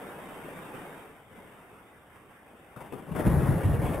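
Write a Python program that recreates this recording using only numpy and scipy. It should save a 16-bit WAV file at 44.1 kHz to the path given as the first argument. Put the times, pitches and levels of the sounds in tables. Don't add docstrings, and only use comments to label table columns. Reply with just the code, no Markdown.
import sys
import numpy as np
from scipy import signal
from scipy.io import wavfile
from scipy.ndimage import uniform_filter1d

SR = 44100
rng = np.random.default_rng(int(sys.argv[2]) if len(sys.argv) > 2 else 0)


def field_ratio(decibels):
    return 10 ** (np.asarray(decibels, dtype=float) / 20)


def master_out(mix):
    frames = np.transpose(np.atleast_2d(mix))
    ceiling = np.clip(frames, -1, 1)
    pcm = np.round(ceiling * 32767).astype(np.int16)
    wavfile.write(sys.argv[1], SR, pcm)


N = 176400

# start_s, level_db, left_minus_right_db
RUSH_LEVEL = [(0.0, -42.5, 0.5), (0.67, -43, 0.5), (0.73, -44, 0), (0.75, -41, -1.5), (0.79, -42.5, 1.0),
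              (0.97, -45.5, 0.0), (1.28, -55.5, 1.5), (1.37, -49.5, 2), (1.58, -51.5, 0.5),
              (1.66, -52, 0.0), (2.09, -55.5, 0.0), (2.17, -49.5, -1.5), (2.19, -54.5, -1.5),
              (2.59, -54, 1), (2.6, -52.5, -0.5), (2.74, -54, 1)]
# pitch_hz, density_db_per_hz
RUSH_LOUD_COLOUR = [(15, -46.5), (25, -14), (111, -11.5), (162, -1), (464, -2.5), (598, -5.5), (753, -4.5),
                    (1780, -11.5), (3420, -22.5), (3800, -22.5), (4940, -60), (8360, -120)]
RUSH_SOFT_COLOUR = [(15, -47), (25, -37), (76, -4), (376, -7), (418, -5), (505, -6.5), (753, -6.5),
                    (1050, -9), (2070, -13.5), (3800, -24), (4940, -49), (8360, -120)]
# pitch_hz, likeness (1 = the same)
RUSH_LIKENESS = [(60, 0.96), (130, 0.87), (290, 0.9), (640, 0.87), (1410, 0.58), (3100, 0.15), (6820, 0.12),
                 (15000, 0.54)]
# start_s, peak_db, pitch_hz, left_minus_right_db
BOOM_LIST = [(0.484, -30, 510, 3), (0.74, -30, 392, -5), (1.378, -42, 193, -5), (2.764, -39, 128, 7),
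             (2.813, -43, 149, 9), (3.077, -36, 150, 10), (3.11, -22.5, 159.6, 6), (3.181, -21, 160, 6),
             (3.262, -17.5, 131, 12), (3.348, -19, 72.3, 8), (3.37, -16.5, 145, 8),
             (3.424, -14.5, 132, 4.5), (3.482, -14.5, 131.5, 10), (3.558, -18, 154, 0.0),
             (3.646, -17.5, 95, 1), (3.68, -21, 129, 0), (3.731, -24.5, 91.6, -9)]
# start_s, peak_db, left_minus_right_db, time_to_fall_60_db_s
CRACK_LIST = [(0.743, -31, 1, 0.32), (2.76, -32.5, 5, 0.81), (2.803, -29, 4, 0.45), (2.859, -38, -4, 0.54),
              (2.921, -27.5, 7, 0.37), (2.96, -33, 3, 1), (3.019, -37.5, 1.5, 0.97),
              (3.064, -32.5, 2.0, 0.94), (3.114, -25.5, 6.5, 0.51), (3.157, -19, 4, 0.41),
              (3.188, -20, 1, 0.28), (3.312, -34, 7, 0.57), (3.631, -19, -1, 0.17)]
# pitch_hz, density_db_per_hz
CRACK_TONE = [(30, -30), (70, -8), (150, 0.5), (400, -3.5), (900, -7.5), (1800, -18), (3800, -30.5),
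              (5000, -60)]
# pitch_hz, likeness (1 = the same)
FALL_LIKENESS = [(60, 0.92), (130, 0.8), (290, 0.86), (640, 0.84), (1410, 0.7), (3100, 0.88), (6820, 0.69),
                 (15000, 0.76)]
# start_s, level_db
RUMBLE_LEVEL = [(3.04, -71), (3.122, -38.5), (3.24, -36), (3.274, -18), (3.318, -24), (3.37, -22.5),
                (3.392, -21), (3.434, -32), (3.462, -33), (3.498, -20.5), (3.544, -26.5), (3.568, -27.5),
                (3.622, -38), (3.662, -21.5), (3.718, -26.5), (3.732, -26), (3.97, -32), (4.0, -37)]
# pitch_hz, density_db_per_hz
RUMBLE_TONE = [(20, -35), (34, -12.5), (54, -2.5), (135, -1), (154, -2), (210, -10.5), (320, -14),
               (420, -47), (700, -120)]
# start_s, level_db, left_minus_right_db
ROAR_LEVEL = [(3.15, -36, 6), (3.16, -31.5, 3), (3.172, -43, 17), (3.206, -30.5, 2), (3.222, -38, 9),
              (3.254, -32, 2.5), (3.266, -26, 4), (3.282, -32, 1.5), (3.37, -33, 5), (3.52, -32, 3.5),
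              (3.698, -35, 1), (3.77, -34, 1.5), (3.778, -37.5, 4), (3.808, -34.5, 1), (3.868, -32, 2.5),
              (3.876, -35, 3), (3.95, -32, 1.0), (4.0, -35.5, 3)]
# pitch_hz, density_db_per_hz
ROAR_TONE = [(120, -28), (200, -6), (351, -6.5), (574, -7), (634, -9), (708, -10.5), (1180, -16.5),
             (1320, -19.5), (1820, -20.5), (2200, -27.5), (2860, -43), (4840, -120)]
# start_s, level_db, left_minus_right_db
TREBLE_LEVEL = [(3.14, -62, 2.5), (3.182, -54, 3.5), (3.256, -58, 5), (3.268, -48, 1.5), (3.334, -60, 5),
                (3.366, -64, -0.5), (3.388, -52, -4.5), (3.414, -52, -9), (3.47, -55, -2),
                (3.654, -53, 1.5), (3.692, -56, 0.5), (3.754, -51.5, 2), (3.79, -60, 0.0), (3.824, -54, 3),
                (3.956, -48, 4), (3.978, -60, 2.0), (3.988, -74, 1.5), (4.0, -64, 0.0)]
# pitch_hz, density_db_per_hz
TREBLE_TONE = [(1350, -35), (2300, -0.5), (3350, -5), (3800, -10), (4940, -42), (8360, -120)]
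# pitch_hz, depth_db
STREAK_DEPTH = [(300, 0.77), (1000, 1.5), (2500, 4)]
# pitch_hz, level_db
GATE_LEVEL = [(300, -11), (1000, -5.5), (2000, -4), (3600, -1)]


def evened(x):
    return x / np.sqrt(np.mean(x ** 2) + 1e-20)


def read(points, hz):
    f, value = np.transpose(points)
    return np.interp(np.log(hz + 1), np.log(f + 1), value)


def sides(pan_db):
    return field_ratio(np.array([pan_db / 2, -pan_db / 2]))


def level(table):
    fade_db_per_s = 5
    t, rows = np.arange(N) / SR, np.transpose(table)
    db = np.interp(t, rows[0], rows[1], left=-150)
    db = db - fade_db_per_s * np.maximum(t - rows[0, -1], 0)
    pan_db = np.interp(t, rows[0], rows[2]) if len(rows) > 2 else np.zeros(N)
    return field_ratio(db) * sides(pan_db)


def noise(colour, likeness, size, patchy_db, flicker_db):
    frames, hz = 4 * N // size + 5, np.fft.rfftfreq(size, 1 / SR)
    a, b, c, d, patches, streaks = rng.standard_normal((frames, len(hz), 6)).T
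    streaks = evened(uniform_filter1d(streaks, size=12288 // size, axis=1))
    streaks_db = read(STREAK_DEPTH, hz)[:, None] * streaks
    patches = uniform_filter1d(patches, size=size // 100, axis=0)
    patches = evened(uniform_filter1d(patches, size=8192 // size, axis=1))
    flicker = evened(uniform_filter1d(rng.standard_normal(frames), size=3))
    alike = np.clip(read(likeness, hz), -1, 1)[:, None]
    left, own = a + 1j * b, c + 1j * d
    z = np.array([left, alike * left + np.sqrt(1 - alike ** 2) * own])
    z *= field_ratio(read(colour, hz)[:, None] + patchy_db * patches + streaks_db + flicker_db * flicker)
    return evened(signal.istft(z, nperseg=size, noverlap=size * 3 // 4)[1][:, :N])


def rush():
    loud_db, soft_db = -44.5, -55.5
    t, rows = np.arange(N) / SR, np.transpose(RUSH_LEVEL)
    loud = np.clip((np.interp(t, rows[0], rows[1]) - soft_db) / (loud_db - soft_db), 0, 1)
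    loud_noise = noise(RUSH_LOUD_COLOUR, RUSH_LIKENESS, size=1024, patchy_db=1.2, flicker_db=-0.3)
    soft_noise = noise(RUSH_SOFT_COLOUR, RUSH_LIKENESS, size=1024, patchy_db=1.5, flicker_db=0.5)
    return level(RUSH_LEVEL) * (np.sqrt(loud) * loud_noise + np.sqrt(1 - loud) * soft_noise)


def booms():
    cycles, sag = 3.3, 0.25
    rise = 0.42
    t, out = np.arange(N) / SR, np.zeros((2, N))
    random_turns = rng.random((len(BOOM_LIST), 1))
    for (s, db, hz, pan_db), turn in zip(BOOM_LIST, random_turns):
        u = np.clip((t - s) * hz / cycles, 0, 4)
        swell = (u / rise * np.exp(1 - u / rise)) ** 1.64
        turns = cycles * u * (1 + sag * np.exp(-u)) + turn
        out += sides(pan_db)[:, None] * field_ratio(db) * swell * np.sin(2 * np.pi * turns)
    return field_ratio(-3.5) * out


def cracks():
    rise_s, crest_db = 0.0042, 11.5
    t, power = np.arange(N) / SR, np.zeros((2, N))
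    for s, db, pan_db, t60 in CRACK_LIST:
        u = np.maximum(t - s, 0)
        burst = np.minimum(u / rise_s, 1) * field_ratio(db - crest_db - 60 * u / t60)
        power += (sides(pan_db)[:, None] * burst) ** 2
    return np.sqrt(power) * noise(CRACK_TONE, FALL_LIKENESS, size=1024, patchy_db=2.5, flicker_db=1.6)


def fall():
    roar = noise(ROAR_TONE, FALL_LIKENESS, size=1024, patchy_db=1.5, flicker_db=-0.35)
    rumble = noise(RUMBLE_TONE, FALL_LIKENESS, size=2048, patchy_db=0.5, flicker_db=0.2)
    treble = noise(TREBLE_TONE, FALL_LIKENESS, size=1024, patchy_db=-1.0, flicker_db=1.9)
    rumble = sides(1.2)[:, None] * level(RUMBLE_LEVEL) * rumble
    return level(ROAR_LEVEL) * roar + level(TREBLE_LEVEL) * treble + rumble


def scene():
    return rush() + fall() + cracks() + booms()


def gate(x):
    drop_db = -14
    hz, _, z = signal.stft(x, SR, nperseg=4096, noverlap=2048, window="cosine")
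    power = abs(z) ** 2 + 1e-24
    neighbours = uniform_filter1d(power, size=15, axis=1)
    over_db = 10 * np.log10(power / neighbours) - read(GATE_LEVEL, hz)[:, None]
    z = z * field_ratio(drop_db * np.clip(0.5 - over_db / 3, 0, 1))
    return signal.istft(z, SR, nperseg=4096, noverlap=2048, window="cosine")[1][:, :N]


def held_steps(x):
    low_hz, grid_hz = 11024, 47996
    taken = signal.resample(x, N * low_hz // SR, axis=1)
    grid = np.arange(N * grid_hz // SR)
    held = taken[:, grid * low_hz // grid_hz]
    return signal.resample(held, N, axis=1)


def low_pass(x):
    return signal.sosfilt(signal.butter(12, 16200, fs=SR, output="sos"), x)


def record(dry):
    knee = field_ratio(-10)
    soft = gate(knee * np.tanh(dry / knee))
    band_filter = signal.firwin(801, 3805, window=("kaiser", 8), fs=SR)  # low-pass, Hz
    band = signal.oaconvolve(soft, band_filter[None], "same")
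    edge_filter = signal.firwin(1001, 15740, window=("kaiser", 9), fs=SR)  # low-pass, Hz
    mix = signal.oaconvolve(held_steps(band), edge_filter[None], "same")
    return low_pass(mix)


dry = scene()
out = record(dry)
master_out(out)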